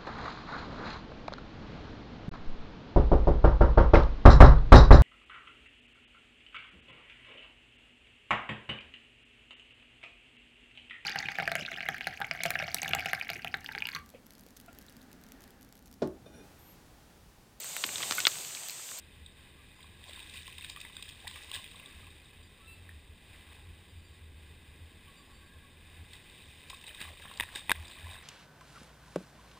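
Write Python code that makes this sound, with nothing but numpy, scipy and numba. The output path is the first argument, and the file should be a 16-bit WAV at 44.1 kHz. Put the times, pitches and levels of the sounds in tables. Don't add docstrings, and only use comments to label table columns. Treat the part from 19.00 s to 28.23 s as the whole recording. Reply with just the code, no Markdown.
import sys
import numpy as np
from scipy import signal
from scipy.fft import rfft, irfft, next_fast_len
from scipy.io import wavfile
from scipy.ndimage import uniform_filter1d
from numba import njit

SR = 44100
rng = np.random.default_rng(int(sys.argv[2]) if len(sys.argv) > 2 else 0)


def ratio(d):
    e = np.asarray(d, float) / 20
    return 10 ** e


def materialize(psi):
    bounded = np.clip(np.atleast_2d(psi).T, -1, 1)
    quanta = np.round(bounded * 32767).astype(np.int16)
    wavfile.write(sys.argv[1], SR, quanta)


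N = 407043


def level(x, db):
    return x * ratio(db) / np.sqrt(np.mean(x ** 2))


def curve(table):
    s, *columns = np.transpose(table)
    return [np.interp(np.arange(N) / SR, s, c) for c in columns]


def shaped(x, gain):
    size = next_fast_len(len(x))
    hz = np.arange(size // 2 + 1) * SR / size + 1e-3
    return irfft(rfft(x, size) * gain(hz), size)[:len(x)]


def colour(table):
    hz, db = np.transpose(table)
    noise = rng.standard_normal(N)
    return level(shaped(noise, lambda f: ratio(np.interp(np.log(f), np.log(hz), db))), 0)


def walk(rate_hz):
    k = int(SR / rate_hz)
    held = np.repeat(rng.standard_normal(N // k + 1), k)
    return 1.292 * uniform_filter1d(uniform_filter1d(held, k), k)[:N]


def swells(s, db, fall_s, rise):
    t = np.arange(0, N + 64, 64) / SR - s[:, None]
    away = np.where(t < 0, -t / rise, t) / np.maximum(fall_s, .01)[:, None]
    power = ratio(2 * db[:, None] - 20 * away).sum(axis=0)
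    return np.interp(np.arange(N) / 64, np.arange(len(power)), power)


@njit
def ring(out, start, turn, fade, glide, size):
    for k in range(len(start)):
        a, phase, step, i = size[k], 0., turn[k], start[k]
        while a > size[k] / 200 and i < len(out) and step < 2.5:
            out[i] += a * np.sin(phase)
            phase, step, a, i = phase + step, step * glide[k], a * fade[k], i + 1
    return out


def bubbles(s, hz, t60_s, rise, size):
    start = (s * SR).astype(np.int64)
    fade = 1000. ** (-1 / (t60_s * SR))
    glide = (1 + rise) ** (1 / (t60_s * SR))
    return ring(np.zeros(N), start, 2 * np.pi * hz / SR, fade, glide, size)


def swarm(count, lo_hz, hi_hz, cycles, spread_db, rise):
    when, pitch, bulk = rng.random((count, 3)).T
    hz = lo_hz * (hi_hz / lo_hz) ** pitch
    size_db = spread_db * np.minimum(-np.log(bulk), 3)
    return level(bubbles(when * N / SR, hz, 2 * cycles / hz, rise + 0 * hz, ratio(size_db)), 0)


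def bursts(table, shell, attack_s):
    out, t = np.zeros(N + 4096), np.arange(2048) / SR
    for s, db, hz, t60_s, width in table:
        attack = 1 - np.exp(-(t / attack_s) ** 2)
        blow = rng.standard_normal(len(t)) * attack * 1000. ** (-t / max(t60_s, .003))
        width = max(width, 1.05)
        band = signal.butter(2, [hz / width, min(hz * width, 9000)], "band", fs=SR, output="sos")
        blow = signal.fftconvolve(signal.sosfilt(band, blow), shell)
        start = int(s * SR)
        out[start:start + len(blow)] += ratio(db) * blow / np.abs(blow).max()
    return out[:N]


# (pitch [Hz], width [Hz], level [dB])
CASE_MODES = [(828, 104, -15), (1060, 240, -11), (1671, 287, -5.5), (2010, 257, -2.5), (2500, 403, -0.5),
              (3150, 1060, -3), (3705, 380, 2), (4300, 320, -14.5), (4870, 1260, -8.5)]
CASE_LEAK_DB = -20


def case():
    f = np.arange(2049) * SR / 4096
    power = ratio(2 * CASE_LEAK_DB)
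    for hz, width_hz, db in CASE_MODES:
        power = power + ratio(2 * db) / (1 + (2 * (f - hz) / width_hz) ** 2) ** 2
    cepstrum = irfft(np.log(power) / 2)
    cepstrum[1:2048] *= 2
    cepstrum[2049:] = 0
    return irfft(np.exp(rfft(cepstrum)))[:1500]


POOL_T60_S, POOL_DB = 0.32, -7.5


def pool(x):
    t = np.arange(SR // 2) / SR
    tail = rng.standard_normal(len(t)) * 1000. ** (-t / POOL_T60_S) * (t > .012)
    return x + ratio(POOL_DB) * signal.fftconvolve(x, tail / np.sqrt(np.sum(tail ** 2)))[:N]


# (frequency [Hz], density [dB per Hz])
RUMBLE_SPECTRUM = [(12, -34), (20, -13.5), (43, -6), (81, -13), (97, -21.5), (119, -12), (461, -21.5),
                   (732, -34), (900, -45), (1170, -64), (1980, -120)]
RUMBLE_DB = -65
OUTDOOR_DB, OUTDOOR_TILT = -60.5, -0.69


def outdoors(shell):
    hiss = shaped(rng.standard_normal(N), lambda f: (f / 2000 + 0.014) ** OUTDOOR_TILT)
    gusty = hiss * ratio(1.34 * walk(8.2))
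    hiss = level(signal.fftconvolve(gusty, shell)[:N], OUTDOOR_DB)
    return hiss + colour(RUMBLE_SPECTRUM) * ratio(RUMBLE_DB + 4 + 0.26 * walk(3.33))


def calls(table, waver, onset):
    out = np.zeros(N)
    for s0, s1, hz0, hz1, db, over_db in table:
        span = slice(int(s0 * SR), int(s1 * SR))
        u = np.linspace(0, 1, span.stop - span.start)
        hz = (hz0 + (hz1 - hz0) * u ** 1.37) * (1 + waver[span])
        phase = 2 * np.pi * np.cumsum(hz) / SR
        tone = np.sin(phase) + ratio(over_db) * (np.sin(2 * phase) + 0.41 * np.sin(3 * phase))
        flutter_db = 1.5 * np.roll(waver, SR)[span] / waver.std()
        out[span] += ratio(db + flutter_db) * np.sin(np.pi * u ** onset) ** 0.7 * tone
    return out


# (start [s], start pitch [Hz], level [dB])
GULL_YELPS = [
    (.57, 1205, -64),
    (3.58, 1150, -63),
    (6.058, 1143, -59.5),
    (6.175, 1155, -60),
    (6.29, 1130, -61),
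    (6.405, 1140, -62),
    (6.516, 1103, -63),
    (6.62, 1140, -64),
]
YELP_S, YELP_SAG, YELP_OVERTONES_DB = 0.053, 0.041, -13
# (start [s], length [s], pitch [Hz], level [dB], overtones [dB])
GULL_CRIES = [
    (2.85, 0.08, 1153, -63, -15),
    (3.62, 0.072, 1330, -61.5, -5),
    (3.663, 0.09, 1342, -67, 15),
    (3.73, 0.093, 1328, -78, 16),
]
CRY_CLIMB = -0.0067
# (start [s], end [s], start pitch [Hz], end pitch [Hz], level [dB], overtones [dB])
HOARSE_CRY = [
    (6.28, 6.72, 1610, 1660, -66.5, -15),
    (6.38, 6.71, 1730, 1710, -66.5, -14.5),
]
# (start [s], length [s], pitch [Hz], level [dB])
CHIRPS = [(0.752, 0.13, 4880, -69), (3.43, .06, 4780, -67), (3.7, .08, 4650, -69),
          (4.885, 0.052, 4800, -69), (4.96, .08, 4730, -73), (5.11, .05, 4640, -73),
          (5.04, 0.07, 4700, -64), (6.165, 0.081, 4710, -63.5), (6.25, 0.083, 5020, -70),
          (6.326, 0.12, 4600, -67.5), (6.448, .05, 4570, -70)]
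CHIRP_SAG = 0.0094


def birds():
    yelps = [(s, s + YELP_S, hz, hz * (1 - YELP_SAG), db, YELP_OVERTONES_DB) for s, hz, db in GULL_YELPS]
    cries = [(s, s + length_s, hz, hz * (1 + CRY_CLIMB), db, over_db)
             for s, length_s, hz, db, over_db in GULL_CRIES]
    chirps = [(s, s + length_s, hz, hz * (1 - CHIRP_SAG), db, -40) for s, length_s, hz, db in CHIRPS]
    waver = .005 * walk(40)
    gulls = calls(yelps, waver, 1.6) + calls(cries, waver, .8) + calls(HOARSE_CRY, .02 * walk(90), 1.3)
    return gulls + calls(chirps, .002 * walk(40), .5)


# (time [s], level [dB], length [s])
NUDGES = [(0.23, -50.5, 0.13), (0.91, -54, 0.091), (1.03, -56, 0.13), (1.63, -57, 0.33), (2.1, -53, 0.068),
          (2.32, -57, 0.12), (2.47, -54, 0.05), (2.58, -55, 0.09), (2.76, -65, 0.13), (3.02, -51.5, 0.24),
          (3.4, -53.5, 0.09), (3.77, -56.5, 0.57), (3.95, -47.5, 0.063), (4.1, -52, 0.061),
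          (4.31, -55, 0.09), (4.71, -48.5, 0.16), (4.96, -44, 0.088), (5.11, -53, 0.074),
          (5.46, -51.5, 0.06), (5.82, -52, 0.15), (6.05, -56.5, 0.033), (6.57, -54.5, 0.07),
          (6.83, -50, 0.13), (7.02, -55, 0.27), (7.48, -55, 0.09), (8.08, -52.5, 0.12), (8.23, -55, 0.055),
          (8.42, -52, 0.086), (8.805, -46.5, 0.1), (9.06, -45.5, 0.16)]
# (time [s], level [dB], fall time [s])
WASH_WAVES = [
    (5.27, -53.5, 0.32),
    (5.7, -53, 0.16),
    (4.55, -56, 0.13),
    (1.4, -61, .2),
]
BOB_HZ, BOB_REST_DB = 80.9, -66
NUDGE_RISE, NUDGE_FALL = 0.75, 0.48


def bob():
    s, db, length_s = np.transpose(NUDGES)
    rest = ratio(2 * BOB_REST_DB) * ratio(4.2 * walk(10))
    nudges = swells(s, db, NUDGE_FALL * length_s, NUDGE_RISE)
    wash = swells(*np.transpose(WASH_WAVES), 0.93)
    size = np.sqrt(rest + nudges + wash)
    phase = 2 * np.pi * np.cumsum(BOB_HZ * (1 + 0.055 * walk(14))) / SR
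    rough = shaped(rng.standard_normal(N), lambda f: 1 / (1 + ((f - BOB_HZ) / 18) ** 2))
    return size * ratio(0.95 * walk(30)) * (1.3 * np.sin(phase) + level(rough, -2.5))


# (time [s], peak [dB], centre [Hz], hollow ring [dB], bright crack [dB])
CASE_KNOCKS = [
    (8.3987, -16, 1920, -12, -7.5),
    (8.407, -21, 1870, -2.5, -1),
    (8.4255, -42, 1900, -15, -6),
    (8.4351, -36, 1670, 2, 5),
    (8.6945, -14, 2020, -4, -13),
    (8.7055, -17.5, 2370, -1, -7),
    (8.7160, -6.5, 1630, -19.5, -9),
]
KNOCK_T60_S, HOLLOW_HZ, PUSH_DB = 0.018, 935, -37


def knocks(shell):
    s, db, hz, hollow_db, crack_db = np.transpose(CASE_KNOCKS)
    one = np.ones(len(s))
    body = np.transpose([s, db - 8.5, hz, .7 * KNOCK_T60_S * one, 1.3 * one])
    crack = np.transpose([s, db + crack_db, 3150 * one, .45 * KNOCK_T60_S * one, 1.22 * one])
    note = bubbles(s + 0.00033, hz, 0.85 * KNOCK_T60_S * one, -.05 * one, ratio(db - 5.0))
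    hollow = bubbles(s + 0.00096, HOLLOW_HZ * one, .78 * KNOCK_T60_S * one, 0.041 * one,
                     ratio(db + hollow_db - 4.0))
    push = bubbles(s, 260 * one, 0.012 * one, 0 * s, ratio(db + PUSH_DB - 21))
    return bursts(np.vstack([body, crack]), shell, attack_s=.0005) + note + hollow + push


# (time [s], peak [dB], pitch [Hz])
BODY_THUDS = [
    (8.013, -38.5, 195),
    (8.254, -44, 214),
    (8.314, -50, 258),
    (8.557, -40, 373),
]


def thuds():
    s, db, hz = np.transpose(BODY_THUDS)
    return bubbles(s, hz, 0.017 + 0 * s, 0 * s, ratio(db))


# (time [s], peak [dB], centre [Hz])
FLAT_SMACKS = [(1.4775, -48, 1200), (1.967, -46, 1000), (2.025, -45, 1100), (2.515, -44, 900),
               (1.709, -44, 5300), (2.0975, -45, 5500), (2.278, -45, 5000), (2.3605, -45, 5400),
               (2.4262, -46, 5600), (3.892, -45, 2300), (1.6447, -41, 1700), (1.8503, -40, 2000),
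               (7.1315, -47, 2900), (8.0142, -42, 900), (8.0155, -38, 1900), (8.1965, -39, 900),
               (8.254, -40, 800), (8.314, -42, 1500), (8.4075, -31, 4850), (8.4345, -43, 5300),
               (8.7062, -29, 4600), (8.003, -42, 2700), (8.557, -39, 5400), (8.7163, -21, 4900),
               (8.7166, -27, 5700), (8.7072, -31, 5600), (8.4078, -32, 5700), (2.0895, -42, 4500),
               (2.5633, -39, 1700)]
SMACK_T60_S = 0.0055


def smacks():
    s, db, hz = np.transpose(FLAT_SMACKS)
    return bubbles(s, hz, SMACK_T60_S + 0 * s, 0 * s, ratio(db))


# (time [s], peak [dB], pitch [Hz])
AIR_POCKETS = [(.791, -54, 990), (.843, -51, 1080), (1.093, -45, 596), (1.175, -47, 1020),
               (1.206, -53, 910), (1.344, -50, 1060), (1.481, -44.5, 1043), (1.762, -47, 1140),
               (1.85, -52, 910), (1.899, -51.5, 1040), (1.995, -51.5, 1095), (2.248, -48, 850),
               (2.361, -47, 1160), (2.515, -46.5, 1060), (2.55, -47, 1044), (2.589, -49, 1050),
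               (2.746, -49, 1090), (2.799, -52.5, 1060), (3.031, -56, 1220), (3.072, -52, 1040),
               (7.704, -44, 1010), (7.731, -40, 1060), (8.014, -48, 1280), (8.051, -46, 1120),
               (8.078, -47.5, 1120), (8.196, -49, 910), (8.253, -45, 1070), (8.313, -43, 1060),
               (8.553, -48, 860), (9.069, -43.5, 1010)]
GULP_T60_S, GULP_HZ = 0.044, 1050


def gulps():
    rows = [(s, db, hz, GULP_T60_S * hz / GULP_HZ, .15) for s, db, hz in AIR_POCKETS]
    rows += [(2.244, -49, 680, .12, 3.0)]
    s, db, hz, t60_s, rise = np.transpose(rows)
    return bubbles(s, hz, np.clip(t60_s, .01, .12), rise, ratio(db))


# (time [s], peak [dB], pitch [Hz])
LONE_DROPS = [(0.8053, -47, 3200), (1.0157, -52, 3620), (1.0396, -43, 3190), (1.0396, -51, 1980),
              (1.0586, -52, 3100), (1.0865, -47, 4480), (1.096, -48, 2070), (1.1185, -51, 2800),
              (1.1504, -47, 2020), (1.1655, -44.5, 3010), (1.1643, -49, 4480), (1.1918, -44, 2500),
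              (1.203, -42, 2660), (1.3476, -42, 1980), (1.4317, -43, 3530), (1.466, -45, 2580),
              (1.59, -46, 1020), (1.6103, -43, 2120), (1.6234, -37, 2620), (1.762, -41, 1890),
              (1.772, -41, 1150), (1.772, -42, 2410), (1.777, -45, 3620), (1.8116, -45, 4480),
              (1.8129, -37.5, 2500), (1.8149, -50, 3550), (1.8488, -42, 3500), (1.967, -45.5, 1550),
              (1.9665, -43, 2500), (1.9665, -44, 4750), (2.0054, -51, 2500), (2.0623, -48, 3080),
              (2.08, -47, 1720), (2.0897, -38, 3250), (2.1192, -44, 3700), (2.272, -41.5, 980),
              (2.3, -48, 3790), (2.3127, -46, 1030), (2.341, -41, 3030), (2.3596, -42, 2330),
              (2.384, -49, 3010), (2.419, -49, 3620), (2.4207, -46, 2430), (2.433, -44, 2580),
              (2.562, -35, 2820), (2.5645, -47, 1030), (2.5881, -50, 2070), (2.642, -39.5, 2500),
              (2.651, -41, 3190), (2.7976, -37.5, 2670), (2.8303, -47, 2580), (2.8365, -50, 2070),
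              (3.068, -45, 2580), (3.1049, -45, 3720), (3.1133, -49, 2580),
              (7.153, -45, 3720), (7.1637, -47, 3620), (7.4015, -45, 2460), (7.4221, -47, 3850),
                (7.485, -52, 2500), (7.734, -47, 2500), (7.741, -49.5, 1640), (7.7438, -41, 2560),
                (7.8132, -46, 3700), (7.8412, -44, 1920), (7.8422, -48.5, 885), (7.8656, -41, 3750),
                (7.8741, -36.5, 3790), (7.8925, -38, 3030), (7.901, -39, 2470), (7.908, -42.5, 1740),
                (8.0018, -43.5, 4480), (8.0248, -39, 2900), (8.039, -40, 3010), (8.093, -47, 780),
                (8.1036, -46, 600), (8.221, -43, 3660), (8.2353, -47, 3160), (8.2572, -43, 3560),
                (8.2762, -45, 1720), (8.2815, -43, 3170), (8.3123, -44, 3700), (8.3144, -45, 2760),
                (8.5575, -27.5, 3650), (8.5545, -35, 3600), (8.5715, -39, 3750), (8.5687, -39, 2400),
                (8.8253, -48, 1710), (8.8808, -44, 4820), (8.8998, -50, 1720), (8.9197, -44, 3920),
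                (8.9536, -43, 2410), (8.9656, -54, 1890), (8.9693, -48, 2400), (8.972, -47, 1110),
                (8.995, -51, 1030), (9.015, -45, 1660), (9.0285, -46, 3720), (9.041, -45, 2320),
                (9.0437, -43, 1720), (9.065, -45, 3680), (9.0887, -46, 1690), (9.0903, -46, 2410),
                (9.0923, -46, 860), (9.1178, -43, 1040), (9.1233, -43, 1640), (9.1332, -41, 3720),
                (9.149, -46, 3700), (9.1542, -40, 1630), (9.158, -46, 2700), (9.1632, -49, 2650),
                (9.1642, -45, 1050), (9.1642, -54, 2150),
              (3.257, -47.5, 3620), (3.41, -52, 3780), (3.524, -53, 3760), (3.6597, -48, 3620),
               (1.898, -45, 3000), (1.9302, -44, 3650), (1.9547, -42, 3770), (2.096, -44, 2000),
               (2.246, -45, 3630), (3.8918, -39.5, 1800), (4.4988, -55, 3700), (4.5058, -51, 3790),
               (4.5477, -51, 2500), (6.0492, -52.5, 2400), (6.0802, -48, 3030), (7.133, -50, 1980),
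               (7.144, -48, 1950), (8.024, -35, 3730), (8.3993, -29, 3760), (8.429, -33, 1850),
               (8.695, -32, 3445)]
DROP_T60_S, DROP_CLIMB = .018, .06
DROP_ONSET, DROP_LEAD_S = .3, .0004


def drops():
    s, db, hz = np.transpose(LONE_DROPS)

    def decay(share):
        climb = (1 + DROP_CLIMB) ** share - 1
        return bubbles(s - DROP_LEAD_S, hz, share * DROP_T60_S + 0 * s, climb + 0 * s, ratio(db + 4.0))

    return decay(1) - decay(DROP_ONSET)


# (time [s], peak [dB], width [ratio])
SPRAY_TICKS = [(0.2606, -38.5, 1.12), (0.8274, -43.5, 1.14), (1.094, -38.5, 1.1), (1.131, -34.5, 1.17),
               (1.1578, -40.5, 0.84), (1.1995, -40, 1), (1.271, -42.5, 1.1), (1.294, -46, 1.5),
               (1.372, -35, 1.25), (1.607, -41, 1.06), (1.644, -32.5, 1.16), (1.6974, -28.5, 1.4),
               (1.9657, -32.5, 1.1), (2.0241, -30.5, 1.5), (2.2758, -29.5, 1.13), (2.495, -48, 1.1),
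               (2.5141, -27.5, 1.37), (2.5385, -28, 1.12), (2.5461, -32, 1.2), (2.713, -40, 1.16),
               (2.7556, -41.5, 1.07), (2.8577, -37.5, 1.08)]
# (time [s], peak [dB], width [ratio])
LATE_TICKS = [(7.132, -40.5, 1.2), (7.2967, -45, 1.2), (7.7445, -39, 1.1), (7.812, -44.5, 1.9),
              (7.8665, -40, 1.2), (7.9458, -33.5, 2.6), (8.0139, -27, 1.46), (8.039, -46, 1.8),
              (8.3368, -38.5, 1.14), (8.5505, -32, 1.15), (8.5568, -28, 1.28), (8.5919, -38, 1.5),
              (8.851, -41, 0.97), (8.8823, -55, 1.2), (8.911, -39.5, 1.17), (8.994, -56, 1.3),
              (9.042, -50, 1.5), (9.11, -42, 1.04), (9.155, -48, 1.2), (9.185, -44.5, 1)]
TICK_HZ, LATE_TICK_HZ = 3630, 3820
# (time [s], peak [dB], centre [Hz])
FISH_SLAPS = [(.8036, -49, 1970), (1.039, -40, 3250), (1.0799, -53, 2680), (1.3387, -37, 3480),
              (1.4678, -39, 2580), (1.4765, -42, 1920), (1.5812, -35.5, 2900), (1.6444, -40, 1900),
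              (1.761, -34.5, 2500), (7.839, -38, 2500), (1.799, -42, 2580), (1.8128, -40.5, 2480),
              (1.8493, -39, 1980), (2.0955, -42, 2760), (2.27, -33, 1900), (2.3104, -38, 3110),
              (2.3569, -33.5, 2350), (2.562, -34, 2760), (2.64, -35.5, 3150), (2.6614, -38, 2480),
              (2.7975, -41, 2480), (3.891, -46, 1690), (7.7007, -34, 2500), (8.0034, -35, 2750),
              (8.1966, -42.5, 2010), (8.2207, -45, 1870), (8.254, -40, 1540), (8.557, -31.5, 1680),
              (8.4874, -39, 1680), (8.756, -39, 2010)]
SLAP_T60_S = .012
SLAP_WIDTH, LOW_SLAP_WIDTH, MIDDLE_HZ = 1.35, 1.143, 2100
# (time [s], peak [dB])
SPRAY_SNAPS = [(1.0873, -46), (1.2955, -38), (1.477, -36), (1.583, -44), (1.8027, -38), (1.8133, -37.5),
               (2.0896, -39), (2.426, -47), (2.4329, -41), (2.496, -42), (2.536, -38), (2.543, -33),
               (2.555, -37), (7.6984, -35.5), (7.948, -45), (8.3727, -35), (8.8804, -43)]
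SNAP_HZ, SNAP_WIDTH = 4700, 1.27


def splashes(shell):
    rows = [(s, db, TICK_HZ, SLAP_T60_S, width) for s, db, width in SPRAY_TICKS]
    rows += [(s, db, LATE_TICK_HZ, SLAP_T60_S, width) for s, db, width in LATE_TICKS]
    for s, db, hz in FISH_SLAPS:
        rows.append((s, db, hz, SLAP_T60_S, SLAP_WIDTH if hz > MIDDLE_HZ else LOW_SLAP_WIDTH))
    rows += [(s, db, SNAP_HZ, SLAP_T60_S, SNAP_WIDTH) for s, db in SPRAY_SNAPS]
    return bursts(rows, shell, attack_s=0.0013)


# (time [s], spray [dB], bubbling against spray [dB])
SEAL_EFFORT = [(0, -65, -17), (.35, -72, -7), (.95, -67, -9), (1.08, -51, -9), (1.6, -51.5, -32),
               (1.75, -55.5, -13), (2.0, -53, -18), (2.2, -55, -10), (2.45, -51.5, -11),
               (2.65, -53.5, -10.5), (3.6, -64.5, -8), (4.4, -66, -5), (5.4, -73, -4), (6.75, -70, -4),
               (7.4, -57, -13), (8.3, -52.5, -6), (9.15, -53, -5.5), (9.23, -67, -4)]
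# (time [s], spray [dB], ten-dB fall time [s], coarse drops against spray [dB])
SWING_SURGES = [(.8, -60.5, 0.3, -1.5), (1.189, -43, -0.07, -15), (1.36, -44, 0.05, -23),
                (1.648, -44, 0.02, -10), (1.698, -38.5, 0, -15), (1.87, -56, -0.7, -11),
                (1.97, -59, -0.02, -2), (2.09, -56, -0.27, -15), (2.275, -48, 0, -2),
                (2.37, -48.5, 0.06, -4), (2.5, -57, -0.6, -17), (2.55, -42, 0.03, -3), (2.88, -64, 0.8, 1),
                (3.55, -71, -1.5, -7), (4.345, -64, 0.02, 7), (4.54, -56, 0.12, -4), (6.3, -63, 0.2, -6),
                (6.95, -62, 0.23, 1), (7.14, -53, 0.06, -9), (7.705, -46, -0.3, -14), (7.88, -45, 0, -4),
                (8.021, -45, 0.03, 5), (8.226, -49, -0.15, -6), (8.428, -45, -0.03, 9.5),
                (8.562, -41.5, 0.03, -4), (8.75, -47.5, -0.52, -10), (8.99, -52, -0.07, 0),
                (9.11, -47.5, -0.15, -2), (9.16, -57.5, 0.5, 1), (8.09, -52, -0.5, 5)]
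SURGE_RISE, COARSE_DROPS_DB = 0.73, -7
MIST_DB, MIST_HZ = -17.5, 5300
MIST_KNEE_DB = -50


def churn(shell):
    spray_db, low_db = curve(SEAL_EFFORT)
    s, db, fall_s, coarse_db = np.transpose(SWING_SURGES)
    spray = np.sqrt(ratio(2 * spray_db) + swells(s, db, fall_s, SURGE_RISE))
    coarse_size = np.sqrt(ratio(2 * (spray_db + COARSE_DROPS_DB)) + swells(s, db + coarse_db, fall_s, SURGE_RISE))
    fine = swarm(count=8000, lo_hz=2270, hi_hz=5300, cycles=8.7, spread_db=-1.0, rise=0.64)
    crackle = ratio(-8.0) * swarm(count=1500, lo_hz=3330, hi_hz=6200, cycles=5.4, spread_db=0.0, rise=0.)
    coarse = swarm(count=4000, lo_hz=1432, hi_hz=2330, cycles=7.0, spread_db=2.5, rise=0.78)
    slosh = swarm(count=2000, lo_hz=524, hi_hz=1350, cycles=9.3, spread_db=0.0, rise=0.27)
    hiss = ratio(-4) * rng.standard_normal(N)
    mist = shaped(crackle + hiss, lambda f: 1 / (1 + (MIST_HZ / f) ** 12) * (f < HOLD_HZ / 2))
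    mist = level(mist, MIST_DB) * (spray / ratio(MIST_KNEE_DB)) ** .25
    layers = (fine + crackle + hiss, coarse, slosh)
    fine, coarse, slosh = (level(signal.fftconvolve(x, shell)[:N], 0) for x in layers)
    return ratio(-3.0) * (spray * (fine + mist + ratio(low_db) * slosh) + coarse_size * coarse)


GULP_WET = 0.51


def scene():
    shell = case()
    pockets = gulps() + birds()
    echoed = pool(splashes(shell) + drops() + GULP_WET * pockets)
    water = (1 - GULP_WET) * pockets + churn(shell) + smacks() + thuds()
    mono = echoed + water + knocks(shell) + bob() + outdoors(shell)
    return np.array([mono, mono])


HOLD_HZ, STORE_HZ = 12000, 48000
ALIAS_HZ, TOP_HZ, SKIRT_DB = 5700, 15330, -33


def hold(x):
    slow = shaped(x, lambda f: 1 / np.sqrt(1 + (f / ALIAS_HZ) ** 24) * (f < HOLD_HZ / 2))
    imaged = slow * (1 + 2 * np.cos(2 * np.pi * HOLD_HZ * np.arange(N) / SR))
    return shaped(imaged, lambda f: np.sinc(f / HOLD_HZ) / np.sinc(f / STORE_HZ) * ratio(SKIRT_DB * (f > TOP_HZ)))


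# (frequency [Hz], density [dB per Hz])
GRIT_SPECTRUM = [(15, -36), (25, -0.5), (266, -4), (1440, -16.5), (2450, -16.5), (4940, -16.5), (5990, -27),
                 (6920, -20.5), (8000, -20), (10400, -61), (17600, -120)]
SIDE_DB = -79


def grit():
    return colour(GRIT_SPECTRUM) * ratio(SIDE_DB)


def band_limit(x):
    return signal.sosfilt(signal.butter(12, 16460, fs=SR, output="sos"), x)


def record(dry):
    held, side = hold(dry[0]), grit()
    return band_limit(np.array([held + side, held - side]))


dry = scene()
out = record(dry)
materialize(out)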